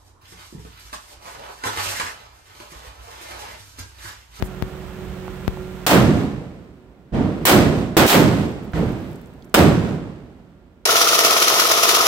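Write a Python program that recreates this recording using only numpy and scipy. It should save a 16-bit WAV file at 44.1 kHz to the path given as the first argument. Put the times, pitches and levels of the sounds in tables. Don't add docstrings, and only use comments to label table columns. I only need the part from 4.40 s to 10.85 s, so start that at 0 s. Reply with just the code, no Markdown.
import sys
import numpy as np
from scipy import signal
from scipy.fft import rfft, irfft, next_fast_len
from scipy.io import wavfile
from scipy.ndimage import uniform_filter1d

SR = 44100
rng = np.random.default_rng(int(sys.argv[2]) if len(sys.argv) > 2 else 0)


def materialize(psi):
    bounded = np.clip(np.atleast_2d(psi).T, -1, 1)
    quanta = np.round(bounded * 32767).astype(np.int16)
    wavfile.write(sys.argv[1], SR, quanta)


def linear_from_db(decibels):
    return 10 ** (np.asarray(decibels, float) / 20)


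N = 284609
T = np.arange(N) / SR
HZ = np.maximum(np.fft.rfftfreq(next_fast_len(N), 1 / SR), 1)

# start in seconds, peak in dB, length in ms.
BLASTS = [
    (1.4645, -9, .5),
    (2.718, -34, 4.0),
    (3.0526, -12, .4),
    (3.5674, -1, .9),
    (3.662, -18, .3),
    (4.3335, -27, .6),
    (5.1418, -11, .4),
]
# start in seconds, peak in dB, pitch in Hz, decay in seconds.
THUDS = [
    (2.72, -19, 62, 0.045),
    (2.731, -9, 131, .012),
    (2.795, -9.5, 286, 0.027),
    (2.83, -9, 217, .012),
    (4.335, -24, 74.7, 0.079),
    (4.337, -11.5, 119, .012),
    (4.39, -8.5, 187, 0.023),
    (4.426, -14, 484, .02),
]
# start in seconds, peak in dB, pitch in Hz,
# left minus right in dB, ring in ms.
SLAPS = [(1.512, -17, 3000, -3, 70), (3.7, -11, 4060, -5.5, 120), (3.725, -10.5, 3000, -5, 160),
         (3.75, -7.5, 2480, -2, 100), (5.144, -11, 3020, -7, 55), (2.734, -27, 700, -3, 40),
         (2.776, -29, 2000, -3, 40), (4.334, -13, 1510, -5, 30), (4.356, -17, 1800, -1, 46),
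         (4.372, -19, 1500, -3, 50), (4.394, -15, 900, -3, 56)]

# level in dB, dullness in dB, early surplus in dB, gain dip in dB, recovery in seconds.
BLAST_ECHOES = [(-4, 23, 38.5, 37, .059), (-13, 13.5, -1.5, 17, 0.032), (-4, 25.5, 47, 37, 0.067),
                (-4, 33, 46, 23.5, 0.069), (-3.5, 21.5, 44.5, 52, 0.07), (-16.5, 9.5, 5.5, 17.5, 0.029),
                (-5.5, 25.5, 36.5, 27, 0.044)]
CRACK_DB = [8.5, -6, .3, 1.7, -4, 5, 12]
CRACK_S = 0.015
# frequency in Hz, level in dB per Hz.
ECHO_COLOUR = [(25, -47), (49, -11.5), (100, -3.5), (163, -1.5), (230, -2.5), (339, -5), (457, -10),
               (669, -13.5), (831, -17.5), (1500, -20.5), (3060, -25.5), (6000, -33.5), (9000, -36),
               (16000, -52.5)]
# lower edge in Hz, upper edge in Hz.
BANDS = [(40, 330), (330, 2000), (2000, 9000), (10500, 15700)]
BAND_CENTRES = [140, 750, 7200, 12500]

# level at its start in dB, fall in dB per second, share of the dullness.
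LATE_DB = [1.06, -6, -23.5, -40]
DECAY_DB_S = [52, 47.8, 36, 23.13]
DULL_SHARE = [0, .15, .49, 1]
# share of the early surplus, fading time in seconds.
EARLY_SHARE = [0.32, 0.31, 0.67, 1.273]
EARLY_S = [0.027, 0.15, 0.27, 0.2]
DIP_SHARE = [1.24, 0.5, 0.17, .39]
DIP_STRETCH = [0.98, 0.67, 0.43, 0.62]
CRACK_SHARE = [.4, 0.94, 1.16, 1.1]
FAR_WALL_DB = [1.5, 1, 2.5, 5]
MURMUR_DB = [-26.5, -31, -48.5, -65.5]

DIP_SHAPE = 1.43
NEAR_DB = 46
FAR_WALL_S, FAR_WALL_WIDTH_S = 0.36, 0.067
CARRY_DB_S = 1189.5
GROUND_DB, GROUND_SHARE = -8.5, 0.61

# start in seconds, peak in dB, pitch in Hz, left minus right in dB, ring in ms.
PAPER = [(4.112, -51, 12000, -2, 25), (4.231, -55, 12000, -2, 20), (4.246, -56, 13500, -2, 30),
         (4.258, -51, 9000, -2, 14), (4.321, -53, 12000, -3, 25), (4.388, -48, 13000, -3, 25),
         (4.493, -51, 12000, -3, 15), (4.519, -52, 13000, -2, 40), (4.603, -56, 12500, -4, 25),
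         (4.713, -51, 12000, -5, 20), (4.731, -44.5, 9000, -8, 15), (4.757, -47, 8000, -10, 35),
         (4.815, -50, 13600, -12, 16), (4.859, -47, 7500, -8, 15), (4.872, -53, 10000, -3, 15),
         (4.937, -51.5, 9000, -6, 15), (5.023, -40, 4000, -10, 18), (5.045, -48, 6900, -14, 17),
         (5.052, -55, 11000, -10, 20), (5.096, -48, 7000, -12, 15)]
POP_S = [.02475, .2243, 1.07935]
POP_DB = [-1, -3, 0.5]
# corner in Hz, Q (how sharply it swings).
LOW_CUT = [(45, 3.1), (88, .95), (46, .5)]
# start in seconds, peak in dB, pitch in Hz, left minus right in dB.
KNOCKS = [
    (0.8805, -19.5, 980, -6),
    (1.173, -20, 805, -7),
]
# middle in seconds, half length in seconds, level in dB.
RUSTLE = (0.058, 0.021, -42)

# frequency in Hz, level in dB per Hz.
STREET_COLOUR = [(25, -27.5), (49, 1.5), (100, -6.5), (187, -9.5), (232, -11), (433, -13), (553, -15.5),
                 (854, -20), (1390, -21), (3500, -29.5), (4860, -36), (9000, -40), (16000, -50.5)]
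STREET_DB = -34
# pitch in Hz, level in dB.
HUM = [(140, -44), (184, -40), (204.6, -48), (370.5, -41), (555, -56.5), (741, -59)]
WHINE_HZ, WHINE_DB = 1388, -57.5
# time in seconds, gain in dB.
SLOW_GAIN = [(0, -1), (1.457, -1), (1.463, -22), (2.0, -23), (2.7, -25), (2.8, -21.5), (5.13, -21),
             (5.2, -38), (5.9, -24), (6.45, -28)]

# frequency in Hz, left minus right in dB.
PORTS = [(60, -6.5), (110, -4), (200, -3.5), (380, -3), (700, -4.5), (1290, -2.5), (2380, -1.0), (4400, -2),
         (8120, -3), (15000, 3)]
# frequency in Hz, gain in dB.
MIC = [(7000, 0), (8600, 1.5), (9300, -4.5), (10200, -2.5), (11500, 5), (15000, 9)]
TOP_HZ = 15850


def fronts():
    out = np.zeros((2, N))
    for s, db, ms in BLASTS:
        t = np.arange(600) / SR / (ms / 1000)
        rise = 1 - np.exp(-(7 * t) ** 2)
        push_then_suction = (1 - 3 * t) * 1.4 * np.exp(-1.3 * t * t)
        add(out, s, linear_from_db(db) * rise * push_then_suction)
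    return out


def thuds():
    out, t = np.zeros((2, N)), np.arange(12000) / SR
    for s, db, hz, decay_s in THUDS:
        swing = np.sin(2 * np.pi * hz * t * (1 - 2.1 * t))
        add(out, s, linear_from_db(db) * swing * (1 - np.exp(-t / .006)) * np.exp(-t / decay_s))
    return out


def slaps():
    return bursts(SLAPS, 2.0)


def tail(t, last_db, crack_db, level_db, dull_db, early_db, dip_db, recover_s):
    per_band = [LATE_DB, DECAY_DB_S, DULL_SHARE, EARLY_SHARE, EARLY_S, DIP_SHARE, DIP_STRETCH, CRACK_SHARE,
                FAR_WALL_DB]
    late, decay, dull, early, early_s, dip, stretch, crack, wall_db = np.array(per_band)[:, :, None]
    db = level_db + late - dull * dull_db - decay * t
    db = db + early * early_db * np.exp(-t / early_s)
    db = db + wall_db * np.exp(-((t - FAR_WALL_S) / FAR_WALL_WIDTH_S) ** 2)
    db = db + crack * crack_db * np.exp(-(t / CRACK_S) ** 2)
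    dip = 1 + (dip - 1) * min(early_db / NEAR_DB, 1)
    db = db - dip * dip_db * np.exp(-(t / recover_s / stretch) ** DIP_SHAPE)
    return 10 * np.log10(linear_from_db(db) ** 2 + linear_from_db(last_db - CARRY_DB_S * t) ** 2)


def echo_levels():
    ends = BLASTS[1:] + [(N / SR + 1, 0, 1)]
    level = np.full((len(BANDS), N), -150.)
    last_db = level[:, :1].copy()
    murmur_db = np.add.outer(MURMUR_DB, np.interp(T, *np.transpose(SLOW_GAIN)))
    for row, crack_db, (start, _, ms), (end, next_db, _) in zip(BLAST_ECHOES, CRACK_DB, BLASTS, ends):
        now = (T >= start) & (T < end)
        fade_db = -max(next_db + 23.0, 0) * np.exp((T[now] - end) / 0.0023)
        fade_db -= 40 * np.exp((start - T[now]) * 2500 / ms)
        db = tail(T[now] - start, last_db, crack_db, *row)
        last_db = db[:, -1:]
        level[:, now] = 10 * np.log10(linear_from_db(db) ** 2 + linear_from_db(murmur_db[:, now]) ** 2) + fade_db
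    return level


def echoes():
    level = echo_levels()
    colour = linear_from_db(on_log(ECHO_COLOUR, HZ))
    share = [np.sum(colour[(HZ > lo) & (HZ < hi)] ** 2) / len(HZ) for lo, hi in BANDS]
    ground_db = GROUND_DB - (1 - GROUND_SHARE) * np.maximum(level[0], -60)
    level -= 10 * np.log10(share)[:, None]
    ground_db += level[0]
    clicks = swarm(rate=16000, scatter_db=1.4, lag_ms=.28, shade_db=3.7)
    clicks = rfft(clicks, next_fast_len(N)) * colour
    steps = np.arange(-1, 3 * len(BANDS)) / 3
    slice_hz = [55, 95] + BAND_CENTRES + [15800]
    place = np.interp(np.log(HZ), np.log(slice_hz), [steps[0], 0, *range(len(BANDS)), steps[-1]])
    out = 0
    for p in steps:
        k = min(int(p), len(BANDS) - 2)
        db = level[k] + (p - k) * (level[k + 1] - level[k]) if p >= 0 else ground_db
        slice_gain = np.maximum(1 - 3 * abs(place - p), 0)
        out = out + linear_from_db(db) * irfft(clicks * slice_gain, next_fast_len(N))[:, :N]
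    return out


def paper():
    return bursts(PAPER, 1.5)


def pops():
    step = np.zeros((2, N))
    for s, db in zip(POP_S, POP_DB):
        step[0, int(s * SR):][:5] = linear_from_db(db) * np.array([-.08, .4, .2, .0, .4])
    return low_cut(np.cumsum(step, axis=1))


def low_cut(x):
    for hz, q in LOW_CUT:
        w = 2 * np.pi * hz
        x = signal.lfilter(*signal.bilinear([1, 0, 0], [1, w / q, w * w], SR), x)
    return x


def knocks():
    out, t = np.zeros((2, N)), np.arange(800) / SR
    for s, db, hz, pan_db in KNOCKS:
        add(out, s, linear_from_db(db) * np.sin(2 * np.pi * hz * t) * np.exp(-t / 0.00074), pan_db)
    return out


def rustle():
    s, half_s, db = RUSTLE
    hiss = shape(rng.standard_normal((2, N)), np.exp(-(np.log(HZ / 9000) / 0.81) ** 2))
    return linear_from_db(db) * np.exp(-((T - s) / half_s) ** 2) * hiss


def street():
    noise = swarm(rate=9000, scatter_db=1.1, lag_ms=0.15, shade_db=1.7) + 0.66 * rng.standard_normal((2, N))
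    air = shape(noise, linear_from_db(on_log(STREET_COLOUR, HZ)))
    gain_db = np.interp(T, *np.transpose(SLOW_GAIN))
    out = air / air.std() * linear_from_db(STREET_DB - 2.0 + .5 * walk(5) + gain_db)
    tones = [(hz, db + 0.93 * gain_db) for hz, db in HUM]
    tones += [(WHINE_HZ, WHINE_DB + 0.72 * gain_db)]
    for hz, db in tones:
        loudness = np.sqrt(2) * linear_from_db(db + 2.0 * walk(13))
        out = out + loudness * np.sin(2 * np.pi * np.cumsum(hz + .9 * walk(4)) / SR)
    return out * linear_from_db(np.array([[-1.3], [1.3]]))


def swarm(rate, scatter_db, lag_ms, shade_db):
    when, size, sign, side = rng.random((int(rate * N / SR), 4)).T
    size = np.sign(sign - .5) * linear_from_db(-scatter_db * np.log(size + 1e-4))
    side = np.array([2 * side - 1, 1 - 2 * side])
    at = np.clip(when * N + side * lag_ms * SR / 2000, 0, N - 1).astype(int)
    heard = size * linear_from_db(-shade_db * side)
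    out = np.array([np.bincount(i, g, N) for i, g in zip(at, heard)])
    return out / out.std()


def bursts(events, q):
    out, t = np.zeros((2, N)), np.arange(2400) / SR
    chance = rng.standard_normal((40, len(t)))
    for (s, db, hz, pan_db, ms), rough in zip(events, chance):
        b, a = signal.iirpeak(min(hz, 15000), q, fs=SR)
        ring = signal.lfilter(b, a, signal.lfilter(b, a, rough))
        fade = np.exp(-np.log(1000) * t * 1000 / ms)
        add(out, s, linear_from_db(db) * ring * fade, pan_db)
    return out


def walk(rate):
    k = int(SR / rate)
    held = np.repeat(rng.standard_normal(N // k + 1), k)
    return 1.5 * uniform_filter1d(uniform_filter1d(held, k), k)[:N]


def add(out, s, sound, pan_db=0.):
    i = int(s * SR)
    out[:, i:i + len(sound)] += linear_from_db(np.array([[pan_db], [-pan_db]]) / 2) * sound


def on_log(table, hz):
    f, v = np.transpose(table)
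    return np.interp(np.log(hz), np.log(f), v)


def shape(x, gain):
    return irfft(rfft(x, next_fast_len(N)) * gain, next_fast_len(N))[..., :N]


def scene():
    air = fronts() + thuds() + slaps() + echoes() + paper() + street()
    tilt_db = on_log(PORTS, HZ) / 2
    heard = shape(air, linear_from_db(on_log(MIC, HZ) + np.array([tilt_db, -tilt_db])))
    return heard + pops() + knocks() + rustle()


def roll_off(x):
    return signal.sosfilt(signal.butter(12, 16960, fs=SR, output="sos"), x)


def record(dry):
    over = np.maximum(abs(dry) - .55, 0)
    soft = dry - np.sign(dry) * (over - .45 * np.tanh(over / .45))
    mix = shape(soft, 1 / (1 + (HZ / TOP_HZ) ** 300))
    return roll_off(mix)


dry = scene()
out = record(dry)
materialize(out)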